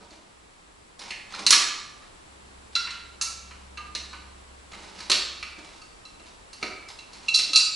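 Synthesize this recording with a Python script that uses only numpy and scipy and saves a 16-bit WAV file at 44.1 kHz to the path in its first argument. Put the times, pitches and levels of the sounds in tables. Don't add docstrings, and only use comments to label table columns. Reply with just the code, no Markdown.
import sys
import numpy as np
from scipy import signal
from scipy.fft import rfft, irfft
from scipy.io import wavfile

SR = 44100
rng = np.random.default_rng(int(sys.argv[2]) if len(sys.argv) > 2 else 0)


def inscribe(sig):
    pcm = np.round(np.clip(np.atleast_2d(sig).T, -1, 1) * 32767)
    wavfile.write(sys.argv[1], SR, pcm.astype(np.int16))


N = 341775
TIME = np.arange(N) / SR


def from_db(db):
    return 10 ** (np.asarray(db) / 20)


def unit_energy(x):
    return x / np.sqrt(np.sum(x ** 2) + 1e-20)


def at_pitch(table, hz):
    known_hz, values = np.transpose(table)
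    return np.interp(np.log(np.maximum(hz, 1)), np.log(known_hz), values)


def fade(t, fade_s):
    return np.exp(-np.log(1000) * t / np.maximum(fade_s, 1e-3))


def noise(colour, size=N, low_hz=0, high_hz=SR):
    hz = np.arange(size // 2 + 1) * SR / size
    gain = from_db(at_pitch(colour, hz)) * (hz >= low_hz) * (hz < high_hz)
    return unit_energy(irfft(rfft(rng.standard_normal(size)) * gain, size)) * np.sqrt(size)


def stereo(shared, side, width):
    size = len(shared)
    hz = np.arange(size // 2 + 1) * SR / size
    side = irfft(rfft(side) * from_db(at_pitch(width, hz)), size)
    return np.array([shared + side, shared - side])


# pitch_hz, level_db
AIR_COLOUR = [(12, -38), (20, 0.5), (59, -1), (141, -8.5), (365, -8.5), (619, -12), (1110, -10),
              (1500, -15), (4250, -18), (6490, -23), (7800, -18), (9140, -26.5), (10200, -22), (11000, -29),
              (14300, -67), (22000, -120)]
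# pitch_hz, side_db
AIR_WIDTH = [(60, -18), (110, -5), (190, -2), (350, 0), (620, 4.5), (1120, 2.5), (2000, 3), (3590, -3),
             (6440, -1.5), (11600, -4)]
# time_s, change_db
AIR_STEP = [(.98, -1), (1.0, 2)]


def still_air(level_db=-55):
    gain = from_db(level_db + np.interp(TIME, *np.transpose(AIR_STEP)))
    return gain * stereo(noise(AIR_COLOUR), noise(AIR_COLOUR), AIR_WIDTH)


# start_s, length_s, steel_db, cloth_db
STROKES = [(0.0, .05, -53, -49), (0.099, .06, -50.5, -74), (0.991, 0.12, -39.5, -50.5),
           (1.299, 0.1, -38, -57), (1.384, 0.068, -39, -42), (2.722, 0.039, -44.5, -68),
           (4.71, 0.27, -45, -50.5), (4.98, 0.1, -41, -54), (5.578, 0.022, -44, -46),
           (5.633, 0.15, -48.5, -67), (6.255, 0.035, -46, -66), (6.606, 0.057, -39.5, -51),
           (6.88, 0.028, -39.5, -60), (7.097, 0.28, -48.5, -56.5)]
# pitch_hz, level_db
RUB_COLOUR = [(470, -62), (800, 1), (964, 0.5), (1090, -3.5), (1250, -4), (1760, -7), (2240, -1.5),
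              (3190, -6), (3920, -1.5), (4890, -4.5), (5330, -4.5), (5760, -6), (11000, -23.5),
              (14300, -57), (22000, -120)]
# pitch_hz, level_db
CLOTH_COLOUR = [(82, -42), (140, -20), (194, 4), (226, -0.5), (380, -1), (549, -3), (1250, -6.5),
                (1600, -11), (2080, -41), (3520, -120)]


def rub_and_rustle(steel_trim_db=-3.5, cloth_trim_db=-2.5, catches_per_s=1100, catch_spread_db=7):
    rise_s, release_s, sag_db, catch_s = 0.0091, 0.017, 3.5, 0.0035
    steel_gain, cloth_gain = np.zeros((2, N))
    for start_s, length_s, steel_db, cloth_db in STROKES:
        t = TIME - start_s
        on_off = np.clip(np.minimum(t / rise_s, 1 + (length_s - t) / release_s), 0, 1)
        stroke = on_off * from_db(-sag_db * np.clip(t / length_s, 0, 1))
        steel_gain += stroke * from_db(steel_db + steel_trim_db)
        cloth_gain += stroke * from_db(cloth_db + cloth_trim_db)
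    caught = rng.random(N) < catches_per_s / SR
    catches = caught * from_db(catch_spread_db * np.minimum(rng.exponential(1, N), 4))
    fading_catches = signal.lfilter([1], [1, -np.exp(-1 / (catch_s * SR))], catches + 1e-18)
    roughness = unit_energy(fading_catches) * np.sqrt(N)
    return steel_gain * roughness * noise(RUB_COLOUR) + cloth_gain * noise(CLOTH_COLOUR)


BAND_PITCHES = [400, 1300, 2600, 4100, 7000]


def band_levels(level_db, pitch_hz, thinness_db, contact_s):
    treble_fall_db = 9 + 1788 * contact_s
    octaves = np.log2(np.array(BAND_PITCHES) / pitch_hz)
    levels_db = level_db - np.where(octaves < 0, thinness_db, treble_fall_db) * np.abs(octaves)
    levels_db[0] -= 7
    return levels_db


# pitch_hz, level_db, fade_s
STEEL_NOTES = [(1260, 4, 0.15), (1626, -18.5, .25), (1890, -28, 0.16), (2016, -13, 0.17),
               (2128, -11, 0.092), (2307, 1, 0.15), (2607, 1, 0.076), (2714, 5, 0.067), (2790, -0.5, 0.082),
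               (3380, -6.5, 0.17), (3940, -5, 0.079), (4020, 6.5, 0.05), (4124, -2, 0.08),
               (4356, 7.5, 0.042), (4430, -1, 0.11), (4530, 1.5, 0.076), (4780, 2.5, 0.11),
               (5540, 17, 0.025), (5900, -23, 0.11), (6320, 2, 0.15), (6550, -8, 0.15), (7310, 4.5, 0.097),
               (8660, 4, .1), (9960, -28, 0.068)]
# low_hz, high_hz, band_db, crowd_fade_s, crowd_db, clash_share
BANDS = [(60.9, 1200, 6.5, 0.45, 0, 1), (924, 1750, 2, 0.072, 4.5, 1.1), (1690, 3200, -0.5, 0.18, -1, 2.4),
         (3104, 5200, 0, 0.053, 2, 1.8), (5020, 11500, 1.5, 0.04, 6.5, 0.21)]
# pitch_hz, level_db
STEEL_COLOUR = [(60, -8), (130, -13.5), (200, -5.5), (310, 0), (550, -7), (850, -1), (1200, 6.5), (1650, 4),
                (2100, 2), (3200, -1), (4200, 11), (5200, -1), (6400, -4), (8000, -9.5), (11000, -11.5)]


def touch_db(hz, pitch_hz, focus_db, dull_db):
    clang_from, clink_from, sizzle_from = (band[0] for band in BANDS[2:])
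    clang_hz, clink_hz = min(pitch_hz, 2710), np.clip(pitch_hz, 3800, 4760)
    favoured_hz = np.select([hz < clink_from, hz < sizzle_from], [clang_hz, clink_hz], pitch_hz)
    focused = (hz >= clang_from) & ((hz < sizzle_from) | (pitch_hz >= sizzle_from))
    octaves_away = np.abs(np.log2(hz / favoured_hz))
    octaves_into_sizzle = np.maximum(np.log2(hz / sizzle_from), 0)
    return -focus_db * octaves_away * focused - dull_db * octaves_into_sizzle


def knock(levels_db, bend_hz, pitch_hz, clash_db, contact_s, scatter_db=3, crowd_focus=0.29):
    t = TIME[:SR // 3]
    hz, note_db, fade_s = np.transpose(STEEL_NOTES)
    hz = np.append(bend_hz, hz[1:])
    focus_db = 82 / (1 + from_db(clash_db))
    dull_db = 0.99 * max(levels_db[3] - levels_db[4], 0)
    note_db = note_db + touch_db(hz, pitch_hz, focus_db, dull_db)
    note_db += scatter_db * rng.standard_normal(len(hz))
    strength = from_db(note_db) * rng.choice([-1, 1], len(hz))
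    notes = strength[:, None] * np.sin(2 * np.pi * hz[:, None] * t) * fade(t, fade_s[:, None])
    build_up = 1 - np.exp(-t / max(contact_s, 1e-4))
    out = 0
    for level_db, band in zip(levels_db, BANDS):
        low_hz, high_hz, band_db, crowd_fade_s, crowd_db, clash_share = band
        clear = unit_energy(notes[(hz >= low_hz) & (hz < high_hz)].sum(axis=0))
        grid_hz = np.geomspace(low_hz, high_hz, num=24)[1:-1]
        colour_db = at_pitch(STEEL_COLOUR, grid_hz)
        colour_db += touch_db(grid_hz, pitch_hz, crowd_focus * focus_db, dull_db)
        crowd = noise(np.column_stack([grid_hz, colour_db]), len(t), low_hz, high_hz)
        crowd = unit_energy(crowd * fade(t, crowd_fade_s))
        ring = clear + from_db(crowd_db + clash_share * clash_db) * crowd
        out += from_db(level_db + band_db) * unit_energy(ring * build_up)
    return out * np.sqrt(0.023 * SR)


# start_s, level_db, pitch_hz, thinness_db (per octave), clash_db, contact_s
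FORK_TOUCHES = [(0.107, -56, 4500, 7, 5, .0004), (0.992, -44.5, 4980, 11, 15, .0006),
                (1.106, -31, 2320, 28, 2, 0.00077), (1.334, -42, 4100, 0, 10.5, .012),
                (1.465, -17, 4230, 11.5, 0.5, 0.00019), (1.506, -13.5, 6460, 8, 24, 0.00054),
                (1.5246, -15, 4430, 6, 16, 0.0024), (2.02, -57.5, 3400, 2.5, 13, 0.0018),
                (2.752, -21.5, 3910, 14.5, -4, 0.0027), (2.7626, -28.5, 1360, 15, -27, 0.0013),
                (2.87, -36, 2640, 9, 1, 0.0024), (2.905, -40, 3880, 6.5, 8, 0.0012),
                (3.212, -28.5, 6300, 5.5, -2, 0.00071), (3.221, -27.5, 4900, 22, 25, 0.00079),
                (3.272, -40, 2290, 10, -20, 0.0043), (3.508, -48, 2600, 6.5, 4, 0.0013),
                (3.773, -38, 2740, 10, -0.5, 0.0013), (3.782, -37, 1206, 9.5, -20, 0.01),
                (3.95, -31.5, 4060, 10, 12, 0.00033), (4.129, -45, 3500, 1, 4, 0.0027),
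                (4.73, -41.5, 2250, 10.5, 0, 0.0033), (5.002, -41.5, 4500, 5.5, 6, .002),
                (5.098, -22.5, 4460, 7.5, 8, .0005), (5.1158, -18, 4070, 10.5, 0.5, 0.00052),
                (5.427, -32, 2390, 14, -2, 0.00044), (5.816, -51, 4550, 2.5, -10, 0.0017),
                (6.052, -48, 4060, 6.5, -27, .001), (6.197, -54, 2800, 8, -0.5, 0.00037),
                (6.53, -44.5, 4700, 8.5, -1, .0005), (6.627, -26, 2280, 16, -3, 0.00091),
                (6.885, -47.5, 5000, 21, -5, 0.0023), (6.988, -42, 2840, 26, -3.5, 0.00048),
                (7.133, -49.5, 4540, 14, -12, 0.00092), (7.283, -20, 2674, 31.5, -27, 0.0028),
                (7.339, -19.5, 3960, 31, -22, 0.0049), (7.346, -19, 4160, 18.5, -6, 0.00039),
                (7.3585, -21.5, 4160, 16, -10, .0006), (7.39, -24, 4170, 13, 0.5, 0.0011),
                (7.532, -23.5, 3820, 11.5, -6.5, 0.0011), (7.548, -20.5, 4100, 23, -22, 0.011),
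                (7.558, -13.5, 4130, 15.5, -8, 0.0013), (7.564, -14, 3100, 33, -20, 0.00098),
                (7.574, -28, 7700, 16, -26, .0006), (7.588, -29, 4350, 7.5, -1, 0.0022)]
# time_s, pitch_hz
GRIP_PITCH = [(1.1, 1398), (2.9, 1387), (3.21, 1344), (3.77, 1210), (5.1, 1244), (7.6, 1280)]


def mudguard():
    out = np.zeros(N + SR)
    for start_s, level_db, pitch_hz, thinness_db, clash_db, contact_s in FORK_TOUCHES:
        levels_db = band_levels(level_db, pitch_hz, thinness_db, contact_s)
        bend_hz = np.interp(start_s, *np.transpose(GRIP_PITCH))
        ring = knock(levels_db, bend_hz, pitch_hz, clash_db, contact_s)
        start = int(start_s * SR)
        out[start:start + len(ring)] += ring
    return out[:N]


# start_s, level_db
TYRE_BUMPS = [(0.11, -58), (1.525, -47.5), (3.95, -53), (5.099, -39), (5.584, -54), (6.196, -56.5),
              (6.627, -40), (7.39, -52.5), (7.5, -48.5)]


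def tyre_bumps(boost_db=8):
    out, t = np.zeros(N + SR), TIME[:SR // 3]
    for start_s, level_db in TYRE_BUMPS:
        thud = noise(STEEL_COLOUR, len(t), low_hz=191, high_hz=760) * fade(t, fade_s=0.15)
        start = int(start_s * SR)
        out[start:start + len(t)] += from_db(level_db + boost_db) * thud
    return out[:N]


# middle_s, level_db, half_length_s
DRONE_SWELLS = [(2.65, -61, .3), (3.924, -52, 0.8), (5.315, -58.5, 0.25)]
# pitch_multiple, level_db
DRONE_TONES = [(1, 1), (3, -12), (5, -41)]


def far_drone(pitch_hz=67, resting_db=-70.5):
    hum = sum(from_db(db) * np.sin(2 * np.pi * multiple * pitch_hz * TIME)
              for multiple, db in DRONE_TONES)
    swells = sum(from_db(db) * np.exp(-((TIME - middle_s) / half_length_s) ** 2)
                 for middle_s, db, half_length_s in DRONE_SWELLS)
    return np.sqrt(2) * hum * (from_db(resting_db) + swells)


# pitch_hz, fade_s
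ECHO_FADES = [(150, 0.51), (400, 1), (1000, 0.9), (2000, 0.77), (2800, 0.66), (4000, 0.83), (5500, 0.51),
              (8000, 0.66), (11000, 0.38)]
# pitch_hz, side_db
ECHO_WIDTH = [(60, -13.5), (130, -18), (600, -10), (1100, -6.5), (2000, -10.5), (4000, -17.5), (6500, -11),
              (11000, -2)]


def garage(sound, build_up_s=0.0032):
    t = TIME[:SR]
    edges_hz = np.append(0, np.geomspace(200, 12000, num=12))
    build_up = 1 - np.exp(-t / build_up_s)
    tails = 0
    for low_hz, high_hz in zip(edges_hz, edges_hz[1:]):
        reflections = noise([(1, 0)], 2 * SR, low_hz, high_hz).reshape(2, SR)
        band_gain = np.sqrt(2 * (high_hz - low_hz) / SR)
        fade_s = at_pitch(ECHO_FADES, (low_hz + high_hz) / 2)
        tails += reflections * band_gain * unit_energy(fade(t, fade_s) * build_up)
    echo = stereo(*tails, ECHO_WIDTH)
    echo[:, 0] += 1
    return signal.fftconvolve(sound[None], echo, axes=1)[:, :N]


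def scene(left_db=-2.5, right_db=-0.5):
    work = garage(mudguard() + tyre_bumps() + rub_and_rustle())
    return work * from_db([[left_db], [right_db]]) + far_drone() + still_air()


def record(dry, ceiling=0.88, cutoff_hz=11050):
    rounded = dry / (1 + (dry / ceiling) ** 6) ** (1 / 6)
    treble_cut = signal.ellip(10, 0.2, 70, cutoff_hz, fs=SR, output="sos")
    return signal.sosfilt(treble_cut, rounded)


dry = scene()
out = record(dry)
inscribe(out)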